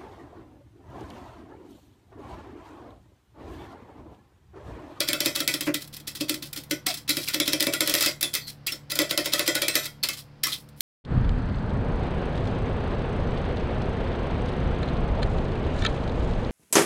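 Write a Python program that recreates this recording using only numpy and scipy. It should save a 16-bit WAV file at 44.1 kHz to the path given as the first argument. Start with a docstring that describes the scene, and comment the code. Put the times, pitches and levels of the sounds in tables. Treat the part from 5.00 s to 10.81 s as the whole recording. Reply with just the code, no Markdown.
"""Quick, sharp clacks and scrapes: two steel spatulas chop fruit into cream on a chilled steel pan.
Each blow cracks, sets the blades ringing and thumps the pan, which sounds brighter near its rim.
Between blows the edges rasp over the frozen film. Short pitched bursts add squeals and a few knocks.
It all sounds close by, in a small room, with the cooler's compressor and fan humming underneath."""
import sys
import numpy as np
from scipy import signal
from scipy.fft import rfft, irfft, next_fast_len
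from scipy.io import wavfile
from scipy.ndimage import map_coordinates

SR = 44100
rng = np.random.default_rng(int(sys.argv[2]) if len(sys.argv) > 2 else 0)


def wav_out(sig):
    """Save sig, one row per channel (or a flat mono array), as 16-bit PCM at SR to the path in sys.argv[1]."""
    wavfile.write(sys.argv[1], SR, np.round(np.clip(np.atleast_2d(sig).T, -1, 1) * 32767).astype(np.int16))


N = 256206

# A mode is one tone that an object rings at; ring_s (or t60) is the time to fade by 60 dB.
# Levels in the tables are relative: the functions add their own gains.
# A blade's edge hits the pan: time_s, strength_db, thump_db, slide_before_s
BLOWS = [(.004,-15.5,-29,0.015), (0.0866,-15.5,-29.5,.014), (0.131,-15.5,-29,0), (.2043,-15.5,-30,0.0052),
         (0.2587,-14,-24,0.017), (0.3586,-17,-36,0.011), (0.4029,-17.5,-32,.014), (0.4768,-13.5,-32,0),
         (.539,-17.5,-32.5,0.0046), (0.6076,-19,-34,0.001), (.669,-33,-23,0.015),
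         (0.7419,-17.5,-32.5,0.003), (.824,-35,-52,0.02), (0.875,-37,-63,0), (.966,-29,-64,0),
         (0.9994,-36,-54,0), (1.0766,-24,-47,0.0079), (1.15,-30,-50,0.0002), (1.208,-20,-25,0.0087),
         (1.2941,-17,-30,0.012), (1.341,-25,-35.5,0.00046), (1.424,-27.5,-40,0.0027), (1.529,-24.5,-59,0),
         (1.5609,-27,-47,0.002), (1.5728,-27,-41,0.00029), (1.635,-35.5,-67,0), (1.7102,-16,-27,0.0022),
         (1.8664,-15,-35,0.0061), (1.9396,-24,-59,0.00061), (1.971,-31.5,-53,0.0011),
         (2.093,-14,-31.5,0.016), (2.1043,-18.5,-40,0), (2.1687,-17,-29.5,0), (2.2849,-18.5,-50,0.017),
         (2.344,-18,-28.5,0.013), (2.4,-14,-24,0), (2.478,-15.5,-28,0.024), (2.5321,-15.5,-26.5,0.014),
         (2.605,-15.5,-29.5,0.0093), (2.625,-16.5,-42,0.00039), (2.6677,-16.5,-22,0),
         (2.736,-15.5,-31.5,0.013), (2.8067,-13,-27.5,0.0042), (2.8744,-15.5,-31.5,0.017),
         (2.8955,-17,-36,0.00084), (2.939,-13,-30,0), (2.9507,-16.5,-31.5,0), (3.0076,-15.5,-38.5,0),
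         (3.0246,-15,-43,0.0073), (3.0604,-15,-30.5,0.00016), (3.2095,-19.5,-48,0),
         (3.2281,-14.5,-34.5,0.0029), (3.3378,-18.5,-49,0.0057), (3.3504,-16.5,-52,0.00042),
         (3.668,-17.5,-48,0.004), (3.72,-24,-42.5,0.0031), (3.917,-19.5,-40.5,0.021),
         (3.9542,-20,-39.5,0.00075), (3.9894,-12.5,-24,0.0012), (4.016,-19.5,-29.5,0),
         (4.109,-16.5,-29,0.018), (4.176,-14.5,-27,0.0011), (4.258,-17,-33.5,0.015),
         (4.335,-14,-29.5,0.012), (4.393,-14.5,-29,0.016), (4.4775,-13,-24.5,0.021),
         (4.5522,-14.5,-31.5,0.0082), (4.619,-14.5,-30,0.0032), (4.682,-14.5,-34.5,0.003),
         (4.7542,-12,-29,0.016), (4.855,-23,-48,0.025), (5.0331,-18.5,-45,0), (5.0868,-17.5,-44,0.0011),
         (5.4361,-14.5,-47,0.0041), (5.468,-21,-45.5,0), (5.687,-46,-74,0), (5.8065,-16.5,-56,0.0015)]
# Where the blades work, from 0 (middle of the pan) to 1 (rim): time_s, distance
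BLADE_PATH = [(0, 0.7), (.48, 0.46), (.7, 0.18), (1.2, 0.059), (2.15, .15), (3.05, 0.81), (3.4, 0.37),
              (4.0, 0.81), (4.7, 0.93), (5.5, 0.46)]
# The strongest modes of the blades: pitch_hz, level_db, ring_s
BLADE_MODES = [(1350, -7, 0.14), (1474, -12.5, 0.23), (1770, -16, 0.2), (1940, -4.5, 0.11),
               (1988, -2.5, 0.2), (2067, -6.5, 0.12), (2480, -9, 0.15), (2360, -7, 0.12), (2615, 1.5, 0.14),
               (3083, -5, 0.23), (3310, -2.5, 0.21), (3240, -6.5, 0.23), (3460, -10, 0.19),
               (3500, -15, 0.1), (3960, -8, 0.12), (4200, 0, 0.064), (4930, -3.5, 0.14), (5380, -2, 0.13),
               (5570, -12, 0.2), (6300, -16, 0.082), (7550, -6.5, 0.15), (8160, -8, 0.18), (9850, -4, .16),
               (10650, -11, 0.13), (12150, -8.5, 0.23), (13300, -7, .18)]
# The crowd of weaker steel modes: pitch_hz, level_db
STEEL_WASH = [(150, -29), (420, -2.5), (700, -7.5), (870, -6.5), (1150, -3.5), (1420, 6), (1620, -6.5),
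              (1950, 9.5), (2600, 2.5), (2830, -10.5), (3200, 3.5), (5500, 1.5), (6500, -5.5),
              (16000, -28.5)]
# Treble resonances of the blades: pitch_hz, width_hz, level_db
TREBLE_PEAKS = [(7500, 550, 5.5), (8040, 60, -1), (9600, 280, 1), (10770, 410, 13), (12600, 250, -8),
                (13600, 350, 2)]
# The contact noise of a blow: pitch_hz, level_db
CRACK_SPECTRUM = [(50, -21.5), (150, -19), (400, -8), (900, -20.5), (2000, -2), (2850, -4), (3500, 3.5),
                  (5300, 1), (6500, -5), (10000, -1), (16000, -1)]
# The pan's low modes, damped by the cream: pitch_hz, level_db, ring_s
PAN_MODES = [(126.5, -18.5, 0.22), (160.7, -14, 0.15), (261.5, -14.5, 0.22), (287.8, -0.5, 0.11),
             (314.5, 4.5, 0.12), (339, -10.5, 0.14), (365.2, -10.5, 0.22), (421, -15.5, 0.14),
             (515.4, -10, 0.15), (558, -5, 0.12), (582.5, -4.5, 0.18), (622, -15, 0.26), (680, -17, 0.23),
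             (728, -27.5, 0.16), (959, -21, 0.13), (1061, -17.5, 0.12)]
# The pan's many weak modes: pitch_hz, level_db
PAN_WASH = [(80, -25.5), (200, -17), (320, 1.5), (460, 0.5), (600, 7), (720, -9.5), (850, -15), (1100, -4),
            (1600, -16), (4000, -65)]
# Separate pushes of an edge over the pan: start_s, length_s, level_db
STROKES = [(0.488,0.029,-32.5), (0.926,0.016,-38), (1.072,0.015,-36.5), (1.149,0.0094,-34),
           (1.453,0.011,-39.5), (1.696,.013,-44), (1.875,0.032,-27.5), (2.13,0.13,-37.5),
           (2.329,.017,-29.5), (2.896,0.031,-34), (2.955,0.14,-29), (3.467,0.027,-38), (4.319,.016,-27.5),
           (5.031,0.014,-24.5), (5.128,0.012,-36), (5.168,0.023,-38.5), (5.433,0.074,-33.5),
           (5.515,0.03,-33), (5.565,0.045,-51), (5.759,.048,-55)]
# The noise of a sliding edge: pitch_hz, level_db
SCRAPE_SPECTRUM = [(100, -25.5), (320, 0.5), (600, -23.5), (900, -8), (1500, -6.5), (2100, -5.5),
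                   (2850, -3), (3400, 2), (5000, 3.5), (6500, -4.5), (10000, -5), (16000, -9)]
# Short pitched bursts: edge squeals, plus a dull thud, a low rim knock and a thin steel ring:
# start_s, length_s, pitch_hz, width_hz, level_db
PITCHED_BURSTS = [(0.667,0.026,1870,1990,-32), (1.872,0.045,680.3,169,-37), (2.099,.003,4153,700,-20.5),
                  (2.275,0.012,2522,600,-34.5), (2.401,0.027,3460,300,-29.5), (3.033,0.053,4900,700,-29),
                  (3.225,0.011,3792,790,-29.5), (3.413,.053,4380,550,-46), (3.47,0.017,4220,600,-38.5),
                  (3.674,0.017,2538,790,-31.5), (3.716,.014,5356,70,-35.5), (5.029,0.0047,4410,500,-23.5),
                  (5.437,0.0095,5440,450,-26), (5.463,.01,1194,405,-36.5), (5.522,0.01,3690,1400,-29)]
# The tones of the compressor: pitch_hz, level_db
HUM_TONES = [(71.5, -61.5), (108, -59), (144, -53.5), (215, -61), (287, -63.5), (495, -69)]
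# The rush of fan and coolant: pitch_hz, level_db
FAN_SPECTRUM = [(28, -8), (52, -16), (85, -10), (150, 0.5), (200, -10), (320, -15.5), (500, -16),
                (1000, -18.5), (2000, -24.5), (3800, -31), (5000, -28.5), (6500, -43), (16000, -53)]
# How long the room echoes: pitch_hz, ring_s
ROOM_DECAY = [(200, 0.26), (2000, 0.13), (5000, 0.15), (15000, 0.2)]

FIRM_DB, SLIDE_DB = -15.5, -30  # strength of a firm blow, and level of the slide into it
TOP_HZ = 15850  # upper edge of the sound


def blades(ring_db=-29, ring_growth=1.55, wash_db=2, mode_db=-3.5, wash_t60=0.22, attack_s=0.004):
    """Each blow rings the strong modes and a wash of weak ones that shifts with the contact point."""
    hz, db, t60 = np.transpose(BLADE_MODES)
    t = np.arange(SR // 4) / SR
    early_boost = amp(2 * np.exp(-t / 0.0021))
    shape = swell(t, attack_s) * early_boost
    bands = np.linspace(0, TOP_HZ, num=260)
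    sheen = lambda f: 1 + sum(peak(f, *row) for row in TREBLE_PEAKS)
    out = np.zeros(N)
    for s, strength_db, thump_db, _ in BLOWS:
        level_db = ring_db + ring_growth * (strength_db - FIRM_DB)
        treble_db = np.clip(1.7 * (brightness(strength_db, thump_db) + 7.5), -14, 6)
        contact_db = 7 * rng.standard_normal(len(bands))
        steel = lambda f: amp(along(STEEL_WASH, f) + np.interp(f, bands, contact_db))
        wash = noise(len(t), lambda f: steel(f) * sheen(f) * shelf(f, treble_db) * cream_muffle(f, s))
        wash *= fade(t, wash_t60 * ring_stretch(s))
        gains = amp(db) * shelf(hz, treble_db / 2) * cream_muffle(hz, s)
        ring = ringing(hz, t60 * ring_stretch(s), gains, t, scatter_db=5, spread=np.pi, detune=0.00392)
        add(out, s, amp(level_db) * shape * (amp(wash_db) * wash + amp(mode_db) * ring))
    return out


def cracks(rise_s=0.00034, t60=0.015, crack_db=6, cushion=0.13, grit_db=2):
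    """The edge chatters on the steel for a few milliseconds; cream cushions the weak blows."""
    t = np.arange(SR // 25) / SR
    out = np.zeros(N)
    for s, strength_db, thump_db, _ in BLOWS:
        treble_db = brightness(strength_db, thump_db) + 3
        softness = 1 + cushion * np.clip(-12.5 - strength_db, 0, 12)
        shape = swell(t, rise_s * softness ** 2) * fade(t, t60 * softness) / np.sqrt(softness)
        bounces = rng.choice([-1, 1], len(t)) * amp(grit_db * wobble(2405, len(t)))
        chatter = filtered(bounces, lambda hz: amp(along(CRACK_SPECTRUM, hz)) * shelf(hz, treble_db))
        add(out, s, amp(strength_db + crack_db) * shape * unit(chatter))
    return out


def pan_thumps(attack_s=0.011, pan_db=2, wash_db=-8, wash_t60=0.17, sag=0.048, release_s=0.018):
    """The pan's modes swell just after a blow; hit in the middle, it rings mainly the low ones."""
    hz, db, t60 = np.transpose(PAN_MODES)
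    t = np.arange(SR // 4) / SR
    bent_t = t - sag * release_s * swell(t, release_s)  # the pitch sags until the blade lifts
    out = np.zeros(N)
    for s, _, thump_db, _ in BLOWS:
        lift_db = -15.5 + 26 * reach(s)  # the upper modes grow toward the rim
        pitch = hz * (1 + 0.03 * reach(s))  # the stiffer rim rings a little higher
        gains = amp(db) * shelf(hz, lift_db, corner_hz=453)
        modes = ringing(pitch, t60, gains, bent_t, scatter_db=1, spread=1.21, detune=0.017)
        wash = noise(len(t), lambda f: amp(along(PAN_WASH, f))) * fade(t, wash_t60)
        thump = modes + amp(wash_db + lift_db / 2) * wash
        add(out, s, amp(thump_db + pan_db) * swell(t, attack_s) * thump)
    return out


def scrapes(rise_s=0.0021, t60=0.13, grit_db=4, judder_db=2, mode_db=3, width_hz=45, bite_share=0.11):
    """The edge catches on frost in tiny slips, which set the blade ringing."""
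    t = np.arange(SR // 4) / SR
    resonance = lambda f: 1 + amp(mode_db) * sum(peak(f, hz, width_hz, db) for hz, db, _ in BLADE_MODES)
    out = np.zeros(N)
    for start, length, db in STROKES + slides():
        treble_db = -1 - 0.7 * (db - SLIDE_DB)  # pressing harder sounds duller
        roughness_db = grit_db * wobble(1500, len(t)) + judder_db * wobble(135, len(t))
        slips = rng.standard_normal(len(t)) * amp(roughness_db)
        rasp = filtered(slips, lambda f: amp(along(SCRAPE_SPECTRUM, f)) * resonance(f) * shelf(f, treble_db))
        shape = stroke_shape(t, length, rise_s + bite_share * length, t60)
        add(out, start, amp(db) * shape * unit(rasp))
    return out


def slides(growth=0.43, run_on_s=0.0033):
    """Short skids into the blows, louder before a harder one: start_s, length_s, level_db."""
    return [(s - lead, lead + run_on_s, SLIDE_DB + growth * (db - FIRM_DB))
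            for s, db, _, lead in BLOWS if lead > 0]


def pitched_bursts(rise_s=0.00047, t60=0.11, overtone_db=-14):
    """Squeals, a thud, a knock and a ring: each an uneven tone plus a faint one at triple the pitch."""
    t = np.arange(SR // 4) / SR
    out = np.zeros(N)
    for start, length, hz, width_hz, db in PITCHED_BURSTS:
        flutter = wobble(width_hz, len(t)) + 1j * wobble(width_hz, len(t))
        swing = flutter * np.exp(2j * np.pi * hz * t)
        tone = swing.real + amp(overtone_db) * abs(swing) * np.cos(3 * np.angle(swing))
        add(out, start, amp(db) * stroke_shape(t, length, rise_s, t60) * unit(tone))
    return out


def compressor(fan_db=-54, waver_db=0.7, drift_rad=0.15):
    """The compressor hums almost steadily over the rush of the cooling fan."""
    t = np.arange(N) / SR
    hum = np.zeros(N)
    for hz, db in HUM_TONES:
        level = np.sqrt(2) * amp(db + waver_db * wobble(5.4, N))
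        hum += level * np.sin(2 * np.pi * (hz * t + rng.random()) + drift_rad * wobble(3.8, N))
    return hum + amp(fan_db) * noise(N, lambda hz: amp(along(FAN_SPECTRUM, hz)))


def room(x):
    """A small room's echo starts 10 ms late, each pitch dying at its own speed."""
    hz, t, spectrum = signal.stft(rng.standard_normal(SR // 2), SR, nperseg=256)
    _, tail = signal.istft(spectrum * fade(t, along(ROOM_DECAY, hz)[:, None]), SR, nperseg=256)
    tail = np.pad(tail / np.linalg.norm(tail), (SR // 100, 0))
    return signal.fftconvolve(x, tail)[:N]


def ringing(hz, t60, gains, t, scatter_db, spread, detune):
    """Fading tones, level 1 over the first 40 ms; grip and contact point vary each one at random."""
    size, phase, shift = rng.standard_normal((3, len(hz), 1))
    angle = 2 * np.pi * hz[:, None] * (1 + detune * shift) * t + spread * phase
    weights = gains[:, None] * amp(scatter_db * size)
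    ring = (weights * fade(t, t60[:, None]) * np.sin(angle)).sum(axis=0)
    return ring / ring[:SR // 25].std()


def brightness(strength_db, thump_db):
    """A glancing blow moves the pan little and sounds brighter than a square one."""
    return -12.5 + 0.38 * np.clip(strength_db - thump_db, -10, 32)


def reach(s):
    """How far from the middle of the pan the blades are at s seconds, 0 to 1."""
    return np.interp(s, *np.transpose(BLADE_PATH))


def cream_muffle(hz, s, range_db=6.5, centre_hz=1450, octaves=0.47):
    """Cream in the middle of the pan muffles the steel's middle pitches."""
    band = np.exp(-(np.log2((hz + 1) / centre_hz) / octaves) ** 2)
    return amp(range_db * (reach(s) - 0.5) * band)


def ring_stretch(s, damping=0.29):
    """Ring time factor: a blade deep in the cream fades sooner than one near the rim."""
    return np.exp(damping * (reach(s) - 0.5))


def stroke_shape(t, length, rise_s, t60):
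    """Loudness that rises, holds, then rings out."""
    return swell(t, rise_s) * fade(np.maximum(t - length, 0), t60)


def swell(t, rise_s):
    """Rise smoothly from 0 toward 1."""
    return 1 - np.exp(-t / rise_s)


def fade(t, t60):
    """Fall by 60 dB every t60 seconds."""
    return np.exp(-np.log(1000) * t / t60)


def shelf(hz, treble_db, corner_hz=6800):
    """Gain that turns the pitches above the corner up or down."""
    return amp(treble_db / (1 + (corner_hz / (hz + 1)) ** 4))


def peak(hz, centre_hz, width_hz, db):
    """Gain of one resonance, strongest at its centre."""
    return amp(db) / (1 + (2 * (hz - centre_hz) / width_hz) ** 2)


def amp(db):
    """Turn decibels into gain."""
    return 10 ** (np.asarray(db) / 20)


def unit(x):
    """Scale to an average (rms) level of 1."""
    return x / np.sqrt(np.mean(x ** 2) + 1e-20)


def along(points, hz):
    """Read between a table's rows on a log pitch scale."""
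    pitches, values = np.transpose(points)
    return np.interp(np.log(hz + 1), np.log(pitches), values)


def filtered(x, gain):
    """Turn each pitch in x up or down by gain(hz)."""
    size = next_fast_len(len(x) + 4096)
    return irfft(rfft(x, size) * gain(np.fft.rfftfreq(size, 1 / SR)), size)[:len(x)]


def noise(n, gain):
    """Hiss shaped by gain(hz), at level 1."""
    return unit(filtered(rng.standard_normal(n), gain))


def wobble(rate, n):
    """A smooth curve through rate random points a second."""
    knots = rng.standard_normal(int(n * rate / SR) + 4)
    return map_coordinates(knots, [np.arange(n) * rate / SR], mode="nearest")


def add(track, s, sound):
    """Mix a sound into the track at s seconds."""
    part = track[max(round(s * SR), 0):][:len(sound)]
    part += sound[:len(part)]


def scene(room_db=-15):
    """Spatulas and pan in the room, over the compressor."""
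    chopping = blades() + pan_thumps() + cracks() + scrapes() + pitched_bursts()
    return (chopping + amp(room_db) * room(chopping) + compressor())[None]


def record(dry):
    """Cut away the treble above TOP_HZ."""
    return filtered(dry[0], lambda hz: 1 / (1 + (hz / TOP_HZ) ** 200))[None]


dry = scene()
out = record(dry)
wav_out(out)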